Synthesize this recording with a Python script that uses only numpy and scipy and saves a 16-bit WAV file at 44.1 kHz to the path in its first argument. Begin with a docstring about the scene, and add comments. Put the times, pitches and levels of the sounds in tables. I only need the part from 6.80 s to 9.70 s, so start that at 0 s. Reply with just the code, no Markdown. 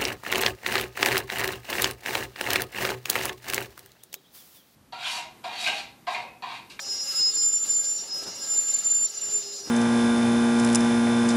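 """A car wheel is spun by hand while its worn brake pads drag on the disc.
From the start the rubbing scrapes and rings the disc and the caliper (the clamp holding the pads),
and the wheel drones faintly. Friction also locks two of the disc's own notes into a fluttering squeal.
The lower one peaks near 0.5 s, just after the first of several dull scuffs. The higher one takes over,
fades near 1.4 s, swells again and dies down as the scrape goes on to the end."""
import sys
import numpy as np
from scipy import signal
from scipy.fft import rfft, irfft
from scipy.io import wavfile
from scipy.ndimage import uniform_filter1d

SR = 44100
rng = np.random.default_rng(int(sys.argv[2]) if len(sys.argv) > 2 else 0)


def store_pcm(level_fs):
    """Save levels as 16-bit WAV."""
    pcm = np.round(np.clip(level_fs, -1, 1) * 32767).astype(np.int16)
    wavfile.write(sys.argv[1], SR, np.atleast_2d(pcm).T)


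N = 127890
T = np.arange(N) / SR
HZ = np.fft.rfftfreq(N, 1 / SR)


def amp(db):
    """Turns decibels into a number to multiply by."""
    return 10 ** (np.asarray(db) / 20)


def unit(x):
    """Scales a signal to an average strength (rms) of 1."""
    return x / np.sqrt(np.mean(abs(x) ** 2) + 1e-20)


def curve(rows):
    """Joins (time_s, value) rows by straight lines."""
    return np.interp(T, *np.transpose(rows))


def bump(peak_s, half_length_s):
    """A smooth rise to 1 and back."""
    return np.exp(-.5 * ((T - peak_s) / half_length_s) ** 2)


def noise(gain):
    """Noise of strength 1, shaped by a gain for each frequency."""
    return unit(irfft(rfft(rng.standard_normal(N)) * gain, N))


def wander(rate_hz):
    """Smooth random wobble, up to about the given rate."""
    return noise((HZ > 0) / (1 + (HZ / rate_hz) ** 4))


def coloured(colour):
    """Noise with a given tone colour; countless weak resonances make it slightly metallic."""
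    pitch_hz, level_db = np.transpose(colour)
    outline_db = np.interp(np.log(HZ + 1), np.log(pitch_hz), level_db)
    window = np.hanning(round(2 * 22 / HZ[1]))  # ripples about 22 Hz wide
    ripple = unit(signal.oaconvolve(rng.standard_normal(len(HZ)), window, "same"))
    depth_db = 2.8 * HZ ** 2 / (HZ ** 2 + 450 ** 2)  # the bass stays smooth
    low_cut = 1 + (1.18 * pitch_hz[0] / (HZ + 1)) ** 4
    high_cut = 1 + (HZ / (1.04 * pitch_hz[-1])) ** 4
    return noise(amp(outline_db + depth_db * ripple) / (low_cut * high_cut))


def patchy(x):
    """The spot where the pad touches keeps shifting, so each pitch range swells and sinks on its own."""
    patch_hz, patch_s = 200, 0.06
    spectra = signal.stft(x, nperseg=512)[2]
    across_pitch = np.hanning(round(2 * patch_hz * 512 / SR))
    across_time = np.hanning(round(2 * patch_s * SR / 256))
    patch = np.outer(across_pitch, across_time)
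    swell_db = 1.8 * unit(signal.fftconvolve(rng.standard_normal(spectra.shape), patch, "same"))
    return unit(signal.istft(spectra * amp(swell_db))[1][:N])


def ringing(notes):
    """Rubbing makes a part ring at its own notes, each a narrow band of noise."""
    out = np.zeros(N)
    for pitch_hz, width_hz, level_db in notes:
        offset = 2 * (HZ - pitch_hz) / width_hz
        out += amp(level_db) * noise(1 / np.sqrt(1 + offset ** 2) / (1 + (offset / 12) ** 2))
    return out


def scrape():
    """The pads rub the disc with a gritty rasp and a hiss, and the disc rings along."""
    # loudness of the rasp and of the hiss: time_s, level_db
    rasp_levels = [(0.0, -44), (0.175, -42.5), (0.195, -46), (0.355, -40.5), (0.785, -46), (0.855, -42),
                   (1.17, -46.5), (1.19, -44), (1.3, -49), (1.34, -45), (1.515, -45.5), (1.945, -43),
                   (1.97, -44), (2.0, -42), (2.215, -48), (2.225, -44), (2.365, -46), (2.47, -44.5),
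                   (2.725, -45), (2.9, -46.5)]
    hiss_levels = [(0.0, -56), (0.08, -56), (0.36, -48.5), (0.41, -53), (0.5, -56), (0.55, -53.5),
                   (0.81, -55.5), (0.86, -49.5), (0.98, -57.5), (1.0, -53.5), (1.32, -59), (1.36, -51.5),
                   (1.47, -56.5), (1.8, -50), (2.3, -55.5), (2.54, -53.5), (2.72, -60), (2.9, -56)]
    # their tone colours: pitch_hz, level_db
    rasp_colour = [(2500, -12.5), (3600, -4), (4200, -4), (4500, -4.5), (5000, -3.5), (5380, -4.5),
                   (5900, -1), (6150, -6), (6520, -8), (6900, 2.5), (7600, -4.5), (8500, -20)]
    hiss_colour = [(5000, 1), (7000, 0), (7900, 3), (8600, -3), (9600, 1.5), (11000, -2), (12200, -2),
                   (13800, -12), (15500, -8)]
    # the disc's own notes: pitch_hz, width_hz, level_db
    disc_notes = [(4025, 16, -65), (4066, 10, -59), (4335, 24, -60), (4400, 20, -62), (4475, 30, -62),
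                  (4790, 22, -55), (4867, 12, -52), (5220, 20, -60), (5527, 12, -57), (5922, 20, -55),
                  (6000, 30, -62), (6355, 36, -55.5), (6674, 16, -53), (6767, 20, -50.5), (6860, 24, -60),
                  (6991, 20, -56), (7430, 40, -64), (7570, 30, -63)]
    level = curve(rasp_levels)
    rasp = amp(level - 2.5 + 2.6 * wander(rate_hz=32)) * patchy(coloured(rasp_colour))
    hiss = amp(curve(hiss_levels) + 4.5 + 2.03 * wander(rate_hz=26)) * coloured(hiss_colour)
    ring = amp(level - level.mean() - 0.8 + 2.5 * wander(rate_hz=17.8)) * ringing(disc_notes)
    return rasp + hiss + ring


def grind():
    """The lower part of the scrape passes into the caliper and makes it ring."""
    # loudness of the grinding: time_s, level_db
    levels = [(0.0, -57.5), (0.17, -48), (0.22, -52), (0.31, -45), (0.77, -55), (0.89, -48), (0.92, -55),
              (1.04, -51.5), (1.07, -55), (1.54, -50), (1.58, -53.5), (1.65, -49.5), (2.07, -48.5),
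              (2.21, -53), (2.24, -48.5), (2.28, -57), (2.38, -50.5), (2.48, -49), (2.85, -59), (2.87, -52),
              (2.9, -57)]
    # its tone colour: pitch_hz, level_db
    colour = [(500, 13), (900, -7.5), (1300, -1.5), (1950, -2), (2450, 1.5), (2850, 10), (3400, -6.5),
              (4500, -5.5)]
    # the caliper's own notes: pitch_hz, width_hz, level_db
    caliper_notes = [(1130, 30, -68), (1200, 25, -66), (1314, 8, -59.5), (1611, 11, -59.5), (1730, 25, -66),
                     (1995, 20, -69), (2050, 20, -68), (2121, 16, -65), (2353, 14, -67), (2725, 16, -66),
                     (2783, 14, -63), (2910, 50, -63), (3020, 30, -66), (3452, 14, -63), (3731, 40, -62)]
    level = curve(levels)
    grinding = amp(level - 4.5 + 2.4 * wander(rate_hz=26)) * patchy(coloured(colour))
    ring = amp(level - level.mean() - 2) * ringing(caliper_notes)
    return grinding + ring


def wheel():
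    """The turning wheel drones and gives a hollow hum, and its rim rings with the drone."""
    # loudness of the drone and of the hum: time_s, level_db
    drone_levels = [(0.0, -49.5), (0.41, -51), (0.58, -53.5), (0.78, -58.5), (0.88, -54.5), (1.12, -54.5),
                    (1.28, -50), (1.45, -47), (2.05, -52.5), (2.32, -56), (2.43, -51.5), (2.64, -52),
                    (2.9, -51.5)]
    hum_levels = [(0.0, -72), (0.1, -57.5), (0.37, -70), (0.48, -55.5), (0.8, -64), (0.88, -59.5),
                  (1.1, -64), (1.45, -55), (1.62, -57.5), (2.16, -70.5), (2.52, -53), (2.76, -51.5),
                  (2.9, -57.5)]
    # tone colour of the drone: pitch_hz, level_db
    colour = [(20, -7), (55, -6.5), (110, -5), (200, -2.5), (280, 1.5), (450, -1.5), (700, -1), (1100, -5),
              (2200, -8.5)]
    # ringing of the rim and around the hum: pitch_hz, width_hz, level_db
    rim_notes = [(195, 20, -67), (285, 24, -67), (355, 14, -68), (470, 18, -67), (554, 7, -60.5),
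                 (670, 36, -64), (800, 10, -62), (905, 14, -66), (975, 20, -68)]
    hum_notes = [(408, 16, -5)]
    level = curve(drone_levels)
    drone = amp(level - 5.5 + 2.5 * wander(rate_hz=50)) * coloured(colour)
    rim = amp(level - level.mean() - 2.5) * ringing(rim_notes)
    hum_hz = 405 + 3 * wander(rate_hz=14.6)
    tone = np.sqrt(2) * np.sin(2 * np.pi * np.cumsum(hum_hz) / SR)
    hum = amp(curve(hum_levels) + 1) * (amp(-2.5) * tone + ringing(hum_notes))
    return drone + rim + hum


def squeal(levels, pitch_hz, octave_gain=0):
    """Friction keeps one disc note going: a nearly pure tone whose pitch dips when the pad slips."""
    flutter_db, jitter_hz, sag_hz_per_db = 0.55, 3, 2.4
    level = uniform_filter1d(curve(levels), size=300) + flutter_db * wander(rate_hz=45)
    grip_db = level - uniform_filter1d(level, size=5000)  # below zero in a brief dip
    wavering_hz = pitch_hz + sag_hz_per_db * grip_db + jitter_hz * wander(rate_hz=124)
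    phase = 2 * np.pi * np.cumsum(wavering_hz) / SR
    return amp(level) * (np.sin(phase) + octave_gain * np.sin(2 * phase)) * np.sqrt(2)


def squeals():
    """Two disc notes take turns at squealing as the disc goes round."""
    # loudness of each squeal: time_s, level_db
    low_levels = [(0.0, -46), (0.065, -38.5), (0.115, -28.0), (0.155, -32), (0.17, -39), (0.205, -30.5),
                  (0.23, -31), (0.25, -41), (0.29, -29.5), (0.31, -26), (0.335, -40), (0.36, -26),
                  (0.455, -20), (0.5, -24), (0.535, -49), (0.585, -26.5), (0.65, -33.0), (0.67, -44),
                  (0.74, -39.5), (0.755, -57.0), (0.78, -41.0), (0.795, -68), (0.925, -38.5), (0.98, -54),
                  (1.055, -40), (1.165, -60), (1.215, -44), (1.24, -58), (1.325, -29.5), (1.405, -33.5),
                  (1.45, -45.5), (1.48, -36), (1.555, -47), (1.65, -34.5), (1.665, -48), (1.75, -36),
                  (1.765, -52), (1.875, -55.0), (1.895, -44.5), (1.985, -56), (2.035, -44), (2.08, -69),
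                  (2.17, -43), (2.2, -66), (2.36, -45), (2.42, -65), (2.445, -41), (2.47, -54),
                  (2.505, -50), (2.625, -49), (2.65, -40), (2.83, -44), (2.85, -38.5), (2.9, -49)]
    high_levels = [(0.0, -41.0), (0.035, -52.5), (0.105, -39.5), (0.16, -42), (0.195, -49), (0.24, -36.5),
                   (0.33, -45), (0.375, -29.5), (0.46, -36.5), (0.495, -28.0), (0.515, -37.5),
                   (0.56, -21.5), (0.57, -27.5), (0.67, -19), (0.705, -23), (0.715, -31.5), (0.735, -21.0),
                   (0.775, -22.5), (0.785, -30.5), (0.84, -23), (0.855, -37), (0.885, -30.5),
                   (0.905, -18.5), (0.93, -25), (0.97, -21.0), (0.99, -25.5), (1.005, -21.5), (1.035, -34),
                   (1.045, -27), (1.065, -26), (1.125, -24.5), (1.14, -30.5), (1.175, -28), (1.19, -42),
                   (1.215, -32.5), (1.285, -46.5), (1.415, -61), (1.435, -45), (1.535, -55), (1.565, -37),
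                   (1.585, -56), (1.625, -32.5), (1.66, -37.5), (1.715, -22.5), (1.755, -27), (1.79, -17),
                   (1.81, -28), (1.855, -29.5), (1.91, -21.5), (1.92, -31), (1.93, -35.5), (1.94, -22.5),
                   (1.95, -19.5), (1.98, -33.5), (1.99, -22.5), (2.03, -40), (2.04, -32), (2.065, -18.5),
                   (2.08, -21), (2.095, -27.5), (2.115, -17), (2.125, -19.0), (2.135, -25), (2.155, -19),
                   (2.2, -25.0), (2.225, -21), (2.26, -21), (2.285, -48), (2.305, -31.5), (2.33, -64),
                   (2.35, -31.5), (2.36, -44), (2.38, -26.5), (2.4, -47), (2.42, -28.5), (2.505, -31),
                   (2.56, -21), (2.645, -42), (2.745, -38), (2.83, -46.5), (2.875, -63), (2.9, -44.5)]
    # their drifting pitches: time_s, pitch_hz
    low_pitch = [(0, 5103), (0.2, 5108), (0.38, 5099), (0.57, 5109), (1.5, 5112), (1.62, 5099),
                 (1.72, 5112), (2.3, 5098), (2.65, 5111), (2.9, 5102)]
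    high_pitch = [(0, 7150), (0.25, 7146), (0.55, 7161), (0.85, 7156), (0.95, 7164), (1.25, 7159),
                  (2.2, 7167), (2.45, 7168), (2.7, 7159), (2.9, 7163)]
    # brief breaks in the lower squeal: middle_s, half_length_s, dip_db
    breaks = [(1.543, 0.0049, -14), (2.823, 0.0072, -20)]
    dips_db = sum(dip_db * bump(middle_s, half_s) for middle_s, half_s, dip_db in breaks)
    low = amp(dips_db) * squeal(low_levels, curve(low_pitch))
    high = squeal(high_levels, curve(high_pitch), octave_gain=amp(-39))
    return low + high


def singing():
    """Four weaker disc notes hover on the edge of squealing: part tone, part ringing noise."""
    # loudness of two notes below the squeals and two between them: time_s, level_db
    low_below = [(0, -53), (0.23, -82), (0.4, -49), (0.55, -47), (0.7, -63), (0.9, -56), (1.25, -74),
                 (1.77, -51.5), (2.25, -61), (2.9, -54)]
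    high_below = [(0, -57), (0.3, -65), (0.4, -36.5), (0.5, -57), (0.6, -48), (0.75, -66), (0.88, -50),
                  (1.0, -63), (1.6, -53), (1.9, -64), (2.24, -47.5), (2.42, -63), (2.9, -53)]
    low_between = [(0.0, -43), (0.125, -42), (0.18, -35), (0.285, -50), (0.32, -43), (0.455, -66),
                   (0.605, -37), (0.66, -52), (0.78, -38), (0.83, -60), (0.9, -42), (1.01, -60),
                   (1.085, -41), (1.13, -48), (1.195, -34.5), (1.325, -63), (1.34, -52), (1.695, -45),
                   (1.815, -63), (1.88, -42), (2.065, -68), (2.255, -42), (2.33, -51), (2.465, -44),
                   (2.63, -61), (2.9, -46.0)]
    high_between = [(0.0, -45), (0.18, -55), (0.225, -37), (0.37, -66), (0.415, -47), (0.595, -69),
                    (0.71, -54), (0.815, -52), (0.9, -52), (0.96, -51), (1.13, -47.5), (1.225, -56.5),
                    (1.355, -43), (1.785, -52), (2.215, -68), (2.4, -40), (2.44, -55.0), (2.75, -56),
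                    (2.805, -40), (2.9, -46)]
    notes = [(low_below, 4313), (high_below, 4623), (low_between, 5599), (high_between, 5785)]
    out = np.zeros(N)
    for levels, pitch_hz in notes:
        ring = amp(curve(levels)) * ringing([(pitch_hz, 14, -8)])
        out += amp(-2.5) * squeal(levels, pitch_hz) + ring
    return out


def scuffs():
    """The turning wheel scuffs now and then: short, dull puffs of noise."""
    # each scuff: peak_s, half_length_s, level_db
    puffs = [(0.403, 0.0056, -45.5), (0.571, 0.013, -50.5), (0.738, 0.0037, -46), (0.865, 0.033, -52.5),
             (1.477, 0.016, -43), (1.605, 0.0098, -56), (2.057, 0.0048, -47), (2.214, 0.013, -49),
             (2.487, 0.021, -50.5), (2.881, 0.016, -44.5)]
    # their tone colour: pitch_hz, level_db
    colour = [(30, -29), (110, 1), (190, 4), (450, 2), (900, -4.5), (1500, -4.5), (3000, -21)]
    loudness = sum(amp(level_db) * bump(peak_s, half_s) for peak_s, half_s, level_db in puffs)
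    return loudness * coloured(colour)


def scene():
    """Brake and wheel, heard from close by in one channel."""
    return (scrape() + grind() + wheel() + squeals() + singing() + scuffs())[None]


def record(dry):
    """Cuts away the highest treble, above 15700 Hz."""
    treble_cut = signal.firwin(511, 15700, window=("kaiser", 9), fs=SR)
    return signal.oaconvolve(dry, treble_cut[None], "same")


dry = scene()
out = record(dry)
store_pcm(out)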